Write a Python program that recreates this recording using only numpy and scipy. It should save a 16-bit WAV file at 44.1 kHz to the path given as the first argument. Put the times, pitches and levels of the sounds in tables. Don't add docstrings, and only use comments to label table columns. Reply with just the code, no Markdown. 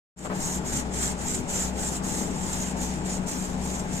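import sys
import numpy as np
from scipy import signal
from scipy.fft import rfft, irfft, next_fast_len
from scipy.io import wavfile
from scipy.ndimage import uniform_filter1d, map_coordinates

SR = 44100
rng = np.random.default_rng(int(sys.argv[2]) if len(sys.argv) > 2 else 0)


def wav_record(signal):
    frames = np.transpose(np.atleast_2d(signal))
    bounded = np.clip(frames, -1, 1)
    quanta = np.round(bounded * 32767).astype(np.int16)
    wavfile.write(sys.argv[1], SR, quanta)


N = 176400

# multiple, level_db
ENGINE_TONES = [(1, -48.5), (4, -41.5), (8, -68), (10, -46), (12, -38), (16, -45)]
# time_s, relative_db
THRUM_SWELLS = [(0.2, -37.5), (0.34, -75), (0.59, -34), (0.62, -42), (1.01, -33.5), (1.45, -49),
                (1.63, -36), (1.95, -36), (2.4, -46), (2.43, -41.5), (2.86, -35), (3.34, -45.5),
                (3.68, -34.5), (4.0, -42)]
# time_s, relative_db
DRONE_SWELLS = [(0.3, -36.5), (0.35, -30.5), (0.44, -41.5), (0.57, -32), (0.82, -63), (0.89, -38.5),
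                (1.43, -44), (1.45, -38), (3.26, -34), (3.28, -43), (3.39, -34.5), (4.0, -36)]
# pitch_hz, level_db
WHINE_TONES = [(379, -53.5), (426, -51), (615, -57.5), (852, -55)]
# frequency_hz, gain_db
RUMBLE_COLOUR = [(12, -0.5), (30, -10), (47, -2.5), (70, -1), (110, -3.5), (170, 3.5), (220, 3),
                 (300, -0.5), (400, -4.5), (550, -6.5), (700, -6), (850, -4), (1050, -11), (1500, -14),
                 (2100, -18), (2800, -22), (4500, -29), (9000, -34), (11000, -58), (15000, -58)]
# frequency_hz, likeness
OUTDOOR_LIKENESS = [(100, 1), (300, 0.65), (700, 0.87), (1500, 0.31), (5000, 0.075)]
# frequency_hz, left_over_right_db
OUTDOOR_BALANCE = [(60, 12.5), (200, 6.7), (400, 7.3), (750, 6.5), (1400, 2.5), (2000, 5.3), (2600, 2),
                   (8000, 2.7)]
# frequency_hz, lead_radians
LEFT_LEAD = [(150, 0), (500, 0.74), (950, 1.52), (1600, 3.5), (4900, 3.5), (5600, 2.1), (6400, 0),
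             (8700, -0.1), (10200, -3)]
# start_s, swell_s, fade_s, relative_db, rise_db, fall_db, grit_db, rasp_db, pitch_ratio
BRUSH_STROKES = [(.165, 0.056, 0.069, -38.5, -17, -7, -0.5, -2.5, 1.01),
                 (.322, 0.14, 0.143, -30.5, 16, 3, -4, 2.5, 0.97),
                 (.63, 0.16, 0.05, -27, 12, 1, -2, -2.5, 0.99),
                 (.912, 0.15, 0.095, -25, 10.5, 14, 0.5, -4, 1.025),
                 (1.165, 0.15, 0.12, -29.5, 9.5, 7, -2.5, -0.5, 1.006),
                 (1.47, 0.15, 0.11, -27, 6.5, 16, 0, -1, 0.98),
                 (1.745, 0.083, 0.18, -31, 12.5, 2, -1, 1, 1.005),
                 (2.02, 0.18, 0.17, -29, 5, 27, -2.5, -2, 0.99),
                 (2.28, 0.35, 0.125, -30.5, 12, 13, -1, -1.5, 0.98),
                 (2.745, 0.081, 0.28, -31, 18, 27, -1, 0, 0.97),
                 (3.035, 0.073, 0.1, -31, 7, 5, -0.5, -4.5, 0.99),
                 (3.258, 0.054, 0.25, -33, -4.5, 12.5, -2, 1, 0.98),
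                 (3.59, 0.08, 0.17, -34.8, 13, 6, -0.5, 1.5, 0.98),
                 (3.875, 0.089, 0.13, -35, 17.5, 14.5, -0.5, 2.5, 0.97)]
# frequency_hz, gain_db
BRISTLE_COLOUR = [(3000, -27), (5200, -20), (6200, -7.5), (6900, 0.5), (7250, 2.5), (7600, 2.5),
                  (8100, -5.5), (9100, -10.5), (10500, -29), (15500, -30)]
# frequency_hz, gain_db
RASP_COLOUR = [(2000, -23.5), (3800, -11), (4700, -12), (5600, -6), (6400, 0), (7500, 3), (8300, -4),
               (9200, -5), (10200, -11.5), (11500, -13.5), (13200, -11.5), (15500, -19)]
# frequency_hz, gain_db
GRIT_COLOUR = [(150, -18), (400, -4), (800, -6.5), (1300, -2.5), (2000, -0.5), (2700, -0.5), (4000, -2),
               (6000, -0.5), (10000, -8.5), (15000, -49)]
# frequency_hz, gain_db
WOOD_COLOUR = [(60, -4), (150, 14), (400, -17), (800, -33), (1150, -0.5), (1400, 2), (1750, -1.5),
               (2100, -2.5), (2600, -20), (4300, -11), (6000, -28), (12000, -47)]
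# frequency_hz, likeness
BRUSH_LIKENESS = [(1000, .5), (3000, 0), (4700, 0.5), (5400, 0.3), (6500, 0.53), (8200, 0.28),
                  (13000, 0.17)]
# frequency_hz, left_over_right_db
BRUSH_BALANCE = [(1000, 1.5), (2000, 5.5), (2700, -0.5), (4600, -0.5), (5200, 6.5), (6200, 1.5), (7300, -5),
                 (8300, -1.5), (9400, 0), (14000, -0.5)]
# start_s, length_s, level_db
SCUFF_TIMES = [(.248, 0.0336, -28), (0.298, 0.043, -30)]
# frequency_hz, gain_db
SCUFF_COLOUR = [(80, -6), (250, -1), (550, 4.5), (800, 1), (1200, -0.5), (2200, -12), (4000, -22),
                (12000, -37)]
# start_s, level_db
KNOCK_TIMES = [(.255, -31), (.297, -27), (.318, -26)]
# pitch_hz, relative_db, ring_s
KNOCK_TONES = [(169, -3, .04), (576, -1.5, 0.032), (1020, -3, 0.031), (1300, -12, .02), (1760, -11, .02)]

TIME_S = np.arange(N) / SR
SIDES = np.array([[.5], [-.5]])


def amp(db):
    return 10 ** (np.asarray(db) / 20)


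def unit(x):
    return x / np.sqrt(np.mean(x ** 2) + 1e-20)


def along(points, hz):
    frequencies, values = np.transpose(points)
    return np.interp(np.log(hz + 1), np.log(frequencies + 1), values)


def wobble(per_s):
    return map_coordinates(rng.standard_normal(int(N * per_s / SR) + 4), [np.arange(N) * per_s / SR])


def filtered(x, response):
    size = next_fast_len(N + SR // 4)
    return irfft(rfft(x, size) * response(np.fft.rfftfreq(size, 1 / SR)), size)[..., :N]


def resonate(pair, colour, size=2048):
    cepstrum = irfft(np.log(amp(along(colour, np.fft.rfftfreq(size, 1 / SR)))))
    fold = np.r_[1, np.full(size // 2 - 1, 2), np.zeros(size // 2)]
    tap_sound = irfft(np.exp(rfft(cepstrum * fold)))
    return signal.fftconvolve(pair, tap_sound[None], axes=1)[:, :N]


def place(pair, likeness, balance):
    angle = lambda hz: np.arccos(np.clip(along(likeness, hz), -1, 1)) / 2
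    mid, side = filtered(pair, lambda hz: np.array([np.cos(angle(hz)), np.sin(angle(hz))]))
    lean = lambda hz: amp(SIDES * along(balance, hz)) * np.exp(1j * SIDES * along(LEFT_LEAD, hz))
    return unit(filtered(np.array([mid + side, mid - side]), lean))


def patchy(pair, depth_db, bands, frames):
    spectra = signal.stft(pair, nperseg=512)[2]
    patches = uniform_filter1d(rng.standard_normal(spectra.shape[1:]), bands, axis=0)
    patches = uniform_filter1d(patches, frames, axis=1)
    return signal.istft(spectra * amp(depth_db * unit(patches)), nperseg=512)[1][:, :N]


def engine(cycle_hz=15.53, speed_drift=0.00401, waver_db=0.5, left_db=3.5):
    engine_time = np.cumsum(1 + speed_drift * wobble(3.048)) / SR
    swell = lambda time_s, db: np.interp(TIME_S, time_s, db - np.median(db))
    swells_db = {4: swell(*np.transpose(THRUM_SWELLS)), 12: swell(*np.transpose(DRONE_SWELLS))}
    tone = lambda hz, db: np.sqrt(2) * amp(db) * np.sin(2 * np.pi * (hz * engine_time + rng.random()))
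    hum = sum(tone(multiple * cycle_hz, db + swells_db.get(multiple, waver_db * wobble(6.06)))
              for multiple, db in ENGINE_TONES)
    whine = sum(tone(hz, db + waver_db * wobble(5.75)) for hz, db in WHINE_TONES)
    return (hum + whine) * amp(left_db * SIDES)


def rumble(level_db=-33):
    noise = patchy(rng.standard_normal((2, N)), depth_db=1.15, bands=5, frames=14)
    low_noise = filtered(noise, lambda hz: amp(along(RUMBLE_COLOUR, hz)))
    return amp(level_db) * place(low_noise, OUTDOOR_LIKENESS, OUTDOOR_BALANCE)


def friction(per_s, spread_db, click_share):
    sizes = (rng.random(N) < per_s / SR) * amp(spread_db * np.minimum(rng.exponential(size=N), 5))
    clicks = unit(sizes * rng.choice([-1, 1], (2, N)))
    return np.sqrt(click_share) * clicks + np.sqrt(1 - click_share) * rng.standard_normal((2, N))


def stroke_force(bite_s=0.026, release_s=0.041, drag_db=-47.5):
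    force = np.full(N, amp(drag_db))
    for start, swell_s, fade_s, db, rise_db, fall_db, *_ in BRUSH_STROKES:
        crest = start + swell_s
        end = crest + fade_s
        contact = np.clip((TIME_S - start) / bite_s, 0, 1) * np.clip((end - TIME_S) / release_s, 0, 1)
        before_db = rise_db * np.clip((crest - TIME_S) / swell_s, 0, 1) ** 1.48
        after_db = fall_db * np.clip((TIME_S - crest) / fade_s, 0, 1) ** 1.32
        force = np.hypot(force, contact * amp(db - before_db - after_db))
    return force


def bristles(colour, pitch_ratio, ring_s=0.029, tail_db=-4, waver=0.012, block=1470):
    catches = friction(per_s=3500, spread_db=-0.5, click_share=0.72)
    speed = pitch_ratio + waver * wobble(22)
    t = np.arange(SR // 20) / SR
    tails = np.zeros((2, N + len(t) + block))
    for i in range(0, N, block):
        wire = rng.standard_normal((2, len(t))) * amp(-60 * t / ring_s)
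        tail = signal.fftconvolve(catches[:, i:i + block], wire / np.linalg.norm(wire[0]), axes=1)
        tails[:, i:i + tail.shape[1]] += tail
    tuft = resonate(catches + amp(tail_db) * tails[:, :N], colour)
    position = np.cumsum(speed)
    return unit(np.array([map_coordinates(side, [position], order=5, mode="mirror") for side in tuft]))


def flicker(per_s=70, jump_db=2, decay_s=0.0069, flutter_db=0.88):
    t = np.arange(SR // 10) / SR
    jumps = (rng.random(N) < per_s / SR) * rng.uniform(.3, 1, N)
    db = jump_db * signal.fftconvolve(jumps, np.exp(-t / decay_s))[:N]
    return amp(db - db.mean() + flutter_db * wobble(60))


def brush(ring_db=-36, rasp_db=-36, wood_db=-46, grit_db=-40.5, bend_per_db=-0.001):
    starts, swells, _, levels, _, _, extra_grit_db, extra_rasp_db, ratios = np.transpose(BRUSH_STROKES)
    force = stroke_force() / amp(levels.mean())
    by_stroke = lambda column: np.interp(TIME_S, starts + swells, column)
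    pitch_ratio = by_stroke(ratios) + bend_per_db * 20 * np.log10(force)
    grains = lambda: friction(per_s=1500, spread_db=3.5, click_share=0.24)
    spread = lambda pair: place(patchy(pair, 1.9, bands=3, frames=7), BRUSH_LIKENESS, BRUSH_BALANCE)
    ringing = spread(bristles(BRISTLE_COLOUR, pitch_ratio))
    rasp = spread(bristles(RASP_COLOUR, pitch_ratio))
    grit = spread(resonate(grains(), GRIT_COLOUR))
    wood = spread(resonate(grains(), WOOD_COLOUR))
    return flicker() * (amp(ring_db) * force ** 0.99 * ringing
                        + amp(rasp_db + by_stroke(extra_rasp_db)) * force ** 1.13 * rasp
                        + amp(wood_db) * force ** 1.5 * wood
                        + amp(grit_db + by_stroke(extra_grit_db)) * force ** 0.61 * grit)


def scuffs(attack_s=0.002, release_s=0.011):
    loudness = np.zeros(N)
    for start, length_s, db in SCUFF_TIMES:
        rise = np.clip((TIME_S - start) / attack_s, 0, 1)
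        fall = np.clip((start + length_s - TIME_S) / release_s, 0, 1)
        loudness += amp(db) * rise * fall
    scrape = resonate(friction(per_s=460, spread_db=2, click_share=0.51), SCUFF_COLOUR)
    return loudness * place(scrape, OUTDOOR_LIKENESS, OUTDOOR_BALANCE)


def knocks(attack_s=0.00067, left_db=7):
    t = np.arange(SR // 10) / SR
    out = np.zeros(N)
    for start, db in KNOCK_TIMES:
        tones = sum(amp(tone_db + rng.normal(0, 1.5) - 60 * t / ring_s) * np.sin(2 * np.pi * hz * t)
                    for hz, tone_db, ring_s in KNOCK_TONES)
        out[round(start * SR):][:len(t)] += amp(db) * (1 - np.exp(-t / attack_s)) * tones
    return out * amp(left_db * SIDES)


def scene():
    return brush() + knocks() + scuffs() + engine() + rumble()


def record(dry, silent_s=0.16, fade_s=0.19, top_hz=15520):
    fade = np.clip((TIME_S - silent_s) / fade_s, 0, 1) ** 0.81
    return filtered(dry * fade, lambda hz: hz < top_hz)


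dry = scene()
out = record(dry)
wav_record(out)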